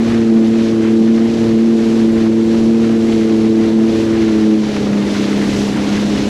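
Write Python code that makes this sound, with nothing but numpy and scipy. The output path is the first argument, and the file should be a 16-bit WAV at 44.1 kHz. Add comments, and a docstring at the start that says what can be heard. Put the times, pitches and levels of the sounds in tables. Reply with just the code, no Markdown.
"""On board a personal watercraft cruising over choppy water, heard through a boxed-in microphone.
A three-cylinder four-stroke hums through its wet exhaust, as harmonics of the firing rate with weak lines at its thirds;
gurgling noise pulsed by unequal firings makes it burble. Hull and jet throw up spray, as bands of noise
and ringing drops that swell wave after wave. Then the throttle eases, the note sinks and the burble grows."""
import sys
import numpy as np
from scipy import signal
from scipy.fft import rfft, irfft, next_fast_len
from scipy.io import wavfile

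SR = 44100
rng = np.random.default_rng(int(sys.argv[2]) if len(sys.argv) > 2 else 0)


def inscribe(sig):
    """Save sig as 16-bit PCM at rate SR to the path in sys.argv[1].

    A 1-D sig is mono; a 2-D sig holds one channel per row.
    Samples are clipped to [-1, 1] before scaling.
    """
    pcm = np.round(np.clip(np.atleast_2d(sig).T, -1, 1) * 32767)
    wavfile.write(sys.argv[1], SR, pcm.astype(np.int16))


N = 277372


def from_db(db):
    """Decibels to gain."""
    return np.exp(np.asarray(db) * np.log(10) / 20)


def rms_one(x):
    """Scale to rms 1."""
    return x / np.sqrt(np.mean(x ** 2) + 1e-20)


def in_time(rows):
    """Columns of a table after its time column, one value per sample."""
    s, *columns = np.transpose(rows)
    t = np.arange(N) / SR
    return [np.interp(t, s, column) for column in columns]


def at_hz(points, hz):
    """Read a spectrum on a log-frequency axis."""
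    table_hz, level_db = np.transpose(points)
    return np.interp(np.log(hz), np.log(table_hz), level_db)


def colour(x, spectrum):
    """Weight each frequency by a spectrum."""
    size = next_fast_len(N)
    hz = np.maximum(np.arange(size // 2 + 1) * SR / size, 1)
    return irfft(rfft(x, size) * from_db(at_hz(spectrum, hz)), size)[:N]


def drift(rate):
    """Slow chance of spread 1, changing about rate times a second: noise through a two-pole low-pass."""
    step = 40  # samples between drawn values
    warm_up = 2000  # values dropped while the filter settles
    r = np.exp(-2 * np.pi * rate * step / SR)
    noise = rng.standard_normal(N // step + 2 + warm_up)
    slow = rms_one(signal.lfilter([1], [1, -2 * r, r * r], noise)[warm_up:])
    return np.interp(np.arange(N) / step, np.arange(len(slow)), slow)


# engine note heard on board: (time [s], firing rate [Hz])
FIRING_RATE = [(0, 113.3), (.11, 115.2), (.24, 113.3), (.44, 112.2), (.62, 113.2), (.8, 111.8),
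               (1.1, 112.2), (1.29, 114.3), (1.54, 112.7), (1.68, 113.2), (2.3, 111.8), (2.84, 113.5),
               (3.08, 112.8), (3.24, 110.7), (3.7, 111), (4.19, 111.6), (4.36, 108.4), (4.62, 107.1),
               (4.75, 103.4), (5.1, 101.7), (5.8, 101.4), (6.0, 103), (6.29, 102.2)]
FLUTTER_HZ = 0.35  # chance wobble of the firing rate


def firing_rate():
    """Firings per second, following the throttle with a small chance wobble."""
    return in_time(FIRING_RATE)[0] + FLUTTER_HZ * drift(13.7)


CRUISE_HZ, EASED_HZ = 107.6, 102.8  # firing rates between which the tone changes


def easing(hz):
    """0 at cruise, 1 with the throttle eased."""
    return np.clip((CRUISE_HZ - hz) / (CRUISE_HZ - EASED_HZ), 0, 1)


# loudness of the note as the outlet dips and lifts:
# (time [s], level of harmonic 1 [dB], of harmonic 2 [dB], of harmonic 3 [dB])
LOW_HARMONICS = [(0, -34, -12, -25), (.11, -25.5, -14, -20), (.36, -36.5, -10, -16.5),
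                 (.6, -30.5, -14, -20), (.8, -28, -16, -15.5), (1.02, -33.5, -11, -16),
                 (1.2, -35, -11.5, -19), (1.32, -32, -16, -20.5), (1.5, -23.5, -12.5, -15.5),
                 (1.66, -40.5, -10.5, -18.5), (1.86, -32, -15, -16), (2.0, -34, -13, -18),
                 (2.28, -29.5, -13, -16), (2.45, -32.5, -13.5, -16.5), (2.85, -30, -12, -19.5),
                 (3.3, -33, -15.5, -15.5), (3.45, -29.5, -12, -15), (3.63, -33, -16, -15),
                 (3.8, -36, -11, -16.5), (4.0, -28.5, -20, -16), (4.25, -30, -15.5, -14.5),
                 (4.54, -36.5, -12.5, -14.5), (4.72, -46, -21, -27), (4.97, -43, -15.5, -23.5),
                 (5.08, -46, -18.5, -21.5), (5.38, -41, -16.5, -26), (5.85, -41, -20, -23.5),
                 (6.03, -40, -15, -25), (6.2, -40, -20.5, -25.5)]
# the harmonics above: (harmonic number, level at cruise [dB], level eased [dB],
# share of the third's swing followed at cruise [dB per dB], chance wander [dB])
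HIGH_HARMONICS = [(4, -26, -31.5, 0.58, 1.5), (5, -37, -44, -.1, 1.5), (6, -44, -49, 0.17, 2)]
MEAN_THIRD_DB = -17  # the third harmonic's swing is counted from here


def harmonic_levels(eased):
    """Number and level in dB of each harmonic; the high ones partly follow the third until the throttle eases."""
    levels_db = list(enumerate(in_time(LOW_HARMONICS), 1))
    third_swing_db = levels_db[2][1] - MEAN_THIRD_DB
    for k, cruise_db, eased_db, follows, wander_db in HIGH_HARMONICS:
        level_db = cruise_db + follows * third_swing_db
        level_db = level_db + eased * (eased_db - level_db)
        levels_db.append((round(k), level_db + wander_db * drift(3.5)))
    return levels_db


MUFFLER_HZ, MUFFLER_WIDTH_HZ = 400, 80  # resonance of each chamber


def exhaust_note(firings, hz, levels_db):
    """The steady part of the firing: clean harmonics, each wavering a little as water fills the outlet."""
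    out = 0
    for k, level_db in levels_db:
        # two muffler chambers delay the phase, most near and above their resonance
        lag = 2 * np.arctan2(k * hz * MUFFLER_WIDTH_HZ, MUFFLER_HZ ** 2 - (k * hz) ** 2)
        gain = np.sqrt(2) * from_db(level_db + 0.97 * drift(30))
        phase = 2 * np.pi * k * firings - lag + 0.17 * drift(4.7)
        out = out - gain * np.sin(phase)
    return out


# lines between the harmonics: (thirds of the firing rate [count], level at cruise [dB], level eased [dB])
THIRD_LINES = [(4, -40, -37.5), (7, -33.5, -32.5), (8, -35.5, -29), (10, -39.5, -36), (11, -40.5, -62),
               (13, -42, -35), (17, -55.5, -42.5)]


def unequal_cylinders(firings, hz):
    """Three differing cylinders put weak lines at thirds of the firing rate; their balance shifts with speed."""
    eased = easing(hz)
    out = 0
    for third, cruise_db, eased_db in THIRD_LINES:
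        level_db = cruise_db + eased * (eased_db - cruise_db) + 2.6 * drift(2.3)
        cycles = round(third) * firings / 3 + rng.random()
        out = out + np.sqrt(2) * from_db(level_db) * np.cos(2 * np.pi * cycles)
    return out


BURBLE_CRUISE_DB, BURBLE_EASED_DB = -24.5, -21.5
BURBLE_FOLLOWS = 0.5  # dB per dB of spray: the gurgle swells as waves cover the outlet
MEAN_SPRAY_DB = -37  # the spray's swing is counted from here


def burble_level(spray_db, eased):
    """Level of the burble in dB: it follows the spray at cruise and is steady once eased."""
    cruise_db = BURBLE_CRUISE_DB + BURBLE_FOLLOWS * (spray_db - MEAN_SPRAY_DB)
    return cruise_db + eased * (BURBLE_EASED_DB - cruise_db)


# what the wet exhaust lets through: (frequency [Hz], relative level [dB per Hz])
WET_EXHAUST = [(25, -35.5), (50, -21.5), (90, -11.5), (150, -7.5), (260, -1), (380, -4), (520, -9.5),
               (700, -15), (1000, -22.5), (1500, -33.5), (4000, -62)]


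def burble(firings, level_db):
    """Gas breaking through water: noise that jumps at each blow and dies away, blows unequal by chance."""
    blow = firings.astype(int)
    strength = from_db(3.0 * rng.standard_normal(blow[-1] + 1))[blow]
    dying = np.exp(-2.5 * (firings % 1))
    gurgle = rng.standard_normal(N) * (1.5 + strength * dying)
    return from_db(level_db) * rms_one(colour(gurgle, WET_EXHAUST))


# rumble of the hull underfoot: (frequency [Hz], relative level [dB per Hz])
HULL_RUMBLE = [(20, -11), (40, -3), (70, 5), (100, 1.5), (170, -10), (260, -37.5)]
# waves slapping the hull: (time [s], approximate peak level [dB])
HULL_SLAPS = [(0.099, -13), (2.83, -21), (3.123, -17), (4.381, -19), (4.764, -12), (4.929, -13.5),
              (5.149, -14), (5.957, -12.5)]


def hull(push_db):
    """A low rumble that comes and goes, and short dull slaps of noise that die in a few hundredths of a second."""
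    rumble = from_db(push_db) * rms_one(colour(rng.standard_normal(N), HULL_RUMBLE))
    hits = np.zeros(N)
    for s, peak_db in HULL_SLAPS:
        hits[round(s * SR)] = from_db(peak_db - 10.5)  # noise peaks stand above its rms
    dying = signal.lfilter([1], [1, -from_db(-60 / (0.077 * SR))], hits + 1e-18)  # 60 dB down in 0.077 s
    band = signal.butter(2, [500, 2300], "band", fs=SR, output="sos")
    return rumble + dying * rms_one(signal.sosfilt(band, rng.standard_normal(N)))


# waves met by the hull, each a swell of spray and a push from below:
# (time [s], length [s], wash level [dB], spray level [dB], mist level [dB], push level [dB])
WAVES_MET = [(0.104, 0.15, -33.5, -35, -45, -35), (0.47, 0.043, -44, -38, -49, -41),
             (0.628, 0.17, -37.5, -36, -46, -40), (0.887, 0.14, -35, -46, -51, -48),
             (1.16, 0.074, -41, -40, -53, -42), (1.403, 0.23, -34, -35.5, -46.5, -37.5),
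             (1.929, 0.31, -37.5, -36.5, -43.5, -41), (2.201, .12, -35.5, -36, -47.5, -32),
             (2.57, 0.23, -38, -36.5, -45, -35), (2.85, 0.091, -36, -36.5, -46, -39),
             (3.128, 0.25, -35, -36, -43, -36), (3.38, .18, -34.5, -36.5, -47, -41),
             (3.649, 0.15, -35.5, -35.5, -49, -38), (3.986, 0.22, -35.5, -33.5, -42, -35),
             (4.215, 0.18, -33.5, -34.5, -47, -34), (4.405, 0.28, -36, -38, -47, -42),
             (4.761, .22, -32, -32.5, -43, -35), (5.169, 0.22, -36, -33, -44, -36),
             (5.35, 0.078, -38, -39, -44, -45), (5.571, 0.24, -33, -31, -38.5, -32),
             (5.969, 0.18, -33, -33, -44, -40), (6.199, 0.16, -36.5, -32.5, -44, -33.5)]
# the steady rush between waves, planing and after the hull settles: (wash, spray, mist, push) [dB]
PLANING_DB, SETTLED_DB = (-36.5, -38.5, -45, -47.5), (-31.5, -32.5, -39, -38.5)
SETTLE_S, SETTLE_LENGTH_S = 4.99, 0.3  # middle and length of the sinking: the slowing hull sits deeper


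def waves():
    """Levels of wash, spray, mist and push in dB: a steady part plus one bell-shaped swell per wave."""
    t = np.arange(0, N, 64) / SR
    settled = np.clip((t - SETTLE_S) / SETTLE_LENGTH_S + 0.5, 0, 1)
    s, length, *peaks_db = np.transpose(WAVES_MET)[:, :, None]
    bell = np.exp(-(2 * (t - s) / length) ** 2)
    levels_db = []
    for planing, deep, peak_db in zip(PLANING_DB, SETTLED_DB, peaks_db):
        steady_power = from_db(2 * (planing + settled * (deep - planing)))  # doubled dB: power
        swell_power = np.sum(from_db(2 * peak_db) * bell, axis=0)
        levels_db.append(10 * np.log10(steady_power + swell_power))
    return in_time(np.transpose([t, *levels_db]))


def water(spectrum, drops_per_s, spread_db, patchy_db):
    """Dense drops of uneven size on noise, split in half-octave bands that flicker partly together."""
    drops = rng.random((2, N)) < drops_per_s / SR
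    source = rng.standard_normal((2, N))
    sizes_db = spread_db * np.minimum(rng.exponential(1, drops.sum()), 4)
    source[drops] *= 1 + from_db(sizes_db)
    out, together = 0, drift(7.6) + 1.27 * drift(40)
    edges = 140 * 2 ** np.arange(0, 7.1, 0.5)
    for k, (low, high) in enumerate(zip(edges, edges[1:])):
        level_db = at_hz(spectrum, np.sqrt(low * high))
        if level_db > -24:  # weaker bands are left out
            band_filter = signal.butter(2, [low, high], "band", fs=SR, output="sos")
            band = signal.sosfilt(band_filter, source[k % 2])  # neighbours use separate noise
            flicker_db = patchy_db * (1.17 * together + drift(27))
            out = out + from_db(level_db + flicker_db) * band
    return rms_one(out)


# wash along the hull: (frequency [Hz], relative level [dB per Hz])
WASH_SPECTRUM = [(250, -25), (600, -4), (900, -4.5), (1500, -5.5), (2200, -5.5), (3200, -16), (6000, -38)]


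def wash(level_db):
    """The lowest, patchiest water: coarse drops of widely uneven size."""
    return from_db(level_db) * water(WASH_SPECTRUM, drops_per_s=1500.0, spread_db=4.5, patchy_db=1.1)


def patter(per_s, cycles):
    """Single drops land on the hull in clumps and ring a few cycles at pitches of their own."""
    landed = rng.random(N) < per_s * from_db(3.0 * drift(14)) / SR
    sizes = from_db(2.8 * np.minimum(rng.exponential(1, N), 4))
    strikes = landed * sizes * rng.choice([-1, 1], N)
    out, dealt = 0, rng.integers(0, 12, N)  # each drop is dealt one of 12 pitches
    for k, hz in enumerate(np.geomspace(900, 4200, 12)):
        r = from_db(-60 * hz / (cycles * SR))  # 60 dB down after the given cycles
        w = 2 * np.pi * hz / SR
        ring = [1, -2 * r * np.cos(w), r * r]
        out = out + signal.lfilter([0, np.sin(w)], ring, strikes * (dealt == k) + 1e-18)
    return rms_one(out)


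# spray from hull and jet: (frequency [Hz], relative level [dB per Hz])
SPRAY_SPECTRUM = [(900, -19.5), (2000, -1.5), (2800, 1), (4000, 0.5), (5500, -4), (7500, -21.5),
                  (11000, -32.5)]


def spray(level_db):
    """Brighter water: denser drops, less uneven and less patchy than the wash."""
    return from_db(level_db) * water(SPRAY_SPECTRUM, drops_per_s=4000.0, spread_db=2.5, patchy_db=0.53)


# mist, the finest water: (frequency [Hz], relative level [dB per Hz])
MIST_SPECTRUM = [(3500, -36), (5500, -0.5), (7000, -2), (9000, -6), (12000, -9), (16000, -13)]


def mist(level_db):
    """The top of the water: a nearly even hiss of fine drops."""
    return from_db(level_db) * water(MIST_SPECTRUM, drops_per_s=3800.0, spread_db=-1.0, patchy_db=0.15)


DROPS_DB = -9.5  # patter against the wash


def scene():
    """Engine and water together."""
    hz = firing_rate()
    firings, eased = np.cumsum(hz) / SR, easing(hz)
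    wash_db, spray_db, mist_db, push_db = waves()
    engine = exhaust_note(firings, hz, harmonic_levels(eased))
    engine = engine + unequal_cylinders(firings, hz)
    engine = engine + burble(firings, burble_level(spray_db, eased))
    drops = from_db(wash_db + DROPS_DB) * patter(per_s=270.0, cycles=18.0)
    sea = hull(push_db) + wash(wash_db) + drops + spray(spray_db) + mist(mist_db)
    return (engine + sea)[None]


# colour of the microphone's housing: (frequency [Hz], level [dB])
MICROPHONE_HOUSING = [(20, 2.5), (7500, -1), (8850, -6), (9500, -4.5), (10200, 0.5), (11150, -12),
                      (12100, -6), (13100, -20.5), (15100, -17), (15700, -26)]
TOP = 1.14  # the microphone rounds peaks towards this height
NOTCH_HZ, NOTCH_WIDTH_HZ = 9050, 220  # narrow band cancelled in the housing; width of one pass
CUTOFF_HZ = 15700


def record(dry):
    """Peaks are rounded; the housing dulls the treble and cancels one narrow band; the top is cut."""
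    rounded = TOP * np.tanh(dry[0] / TOP)
    housed = colour(rounded, MICROPHONE_HOUSING)
    b, a = signal.iirnotch(NOTCH_HZ, NOTCH_HZ / NOTCH_WIDTH_HZ, fs=SR)
    notched = signal.lfilter(np.convolve(b, b), np.convolve(a, a), housed)  # the notch twice over
    top_cut = signal.ellip(12, 0.5, 70, CUTOFF_HZ, fs=SR, output="sos")
    return signal.sosfilt(top_cut, notched)[None]


dry = scene()
out = record(dry)
inscribe(out)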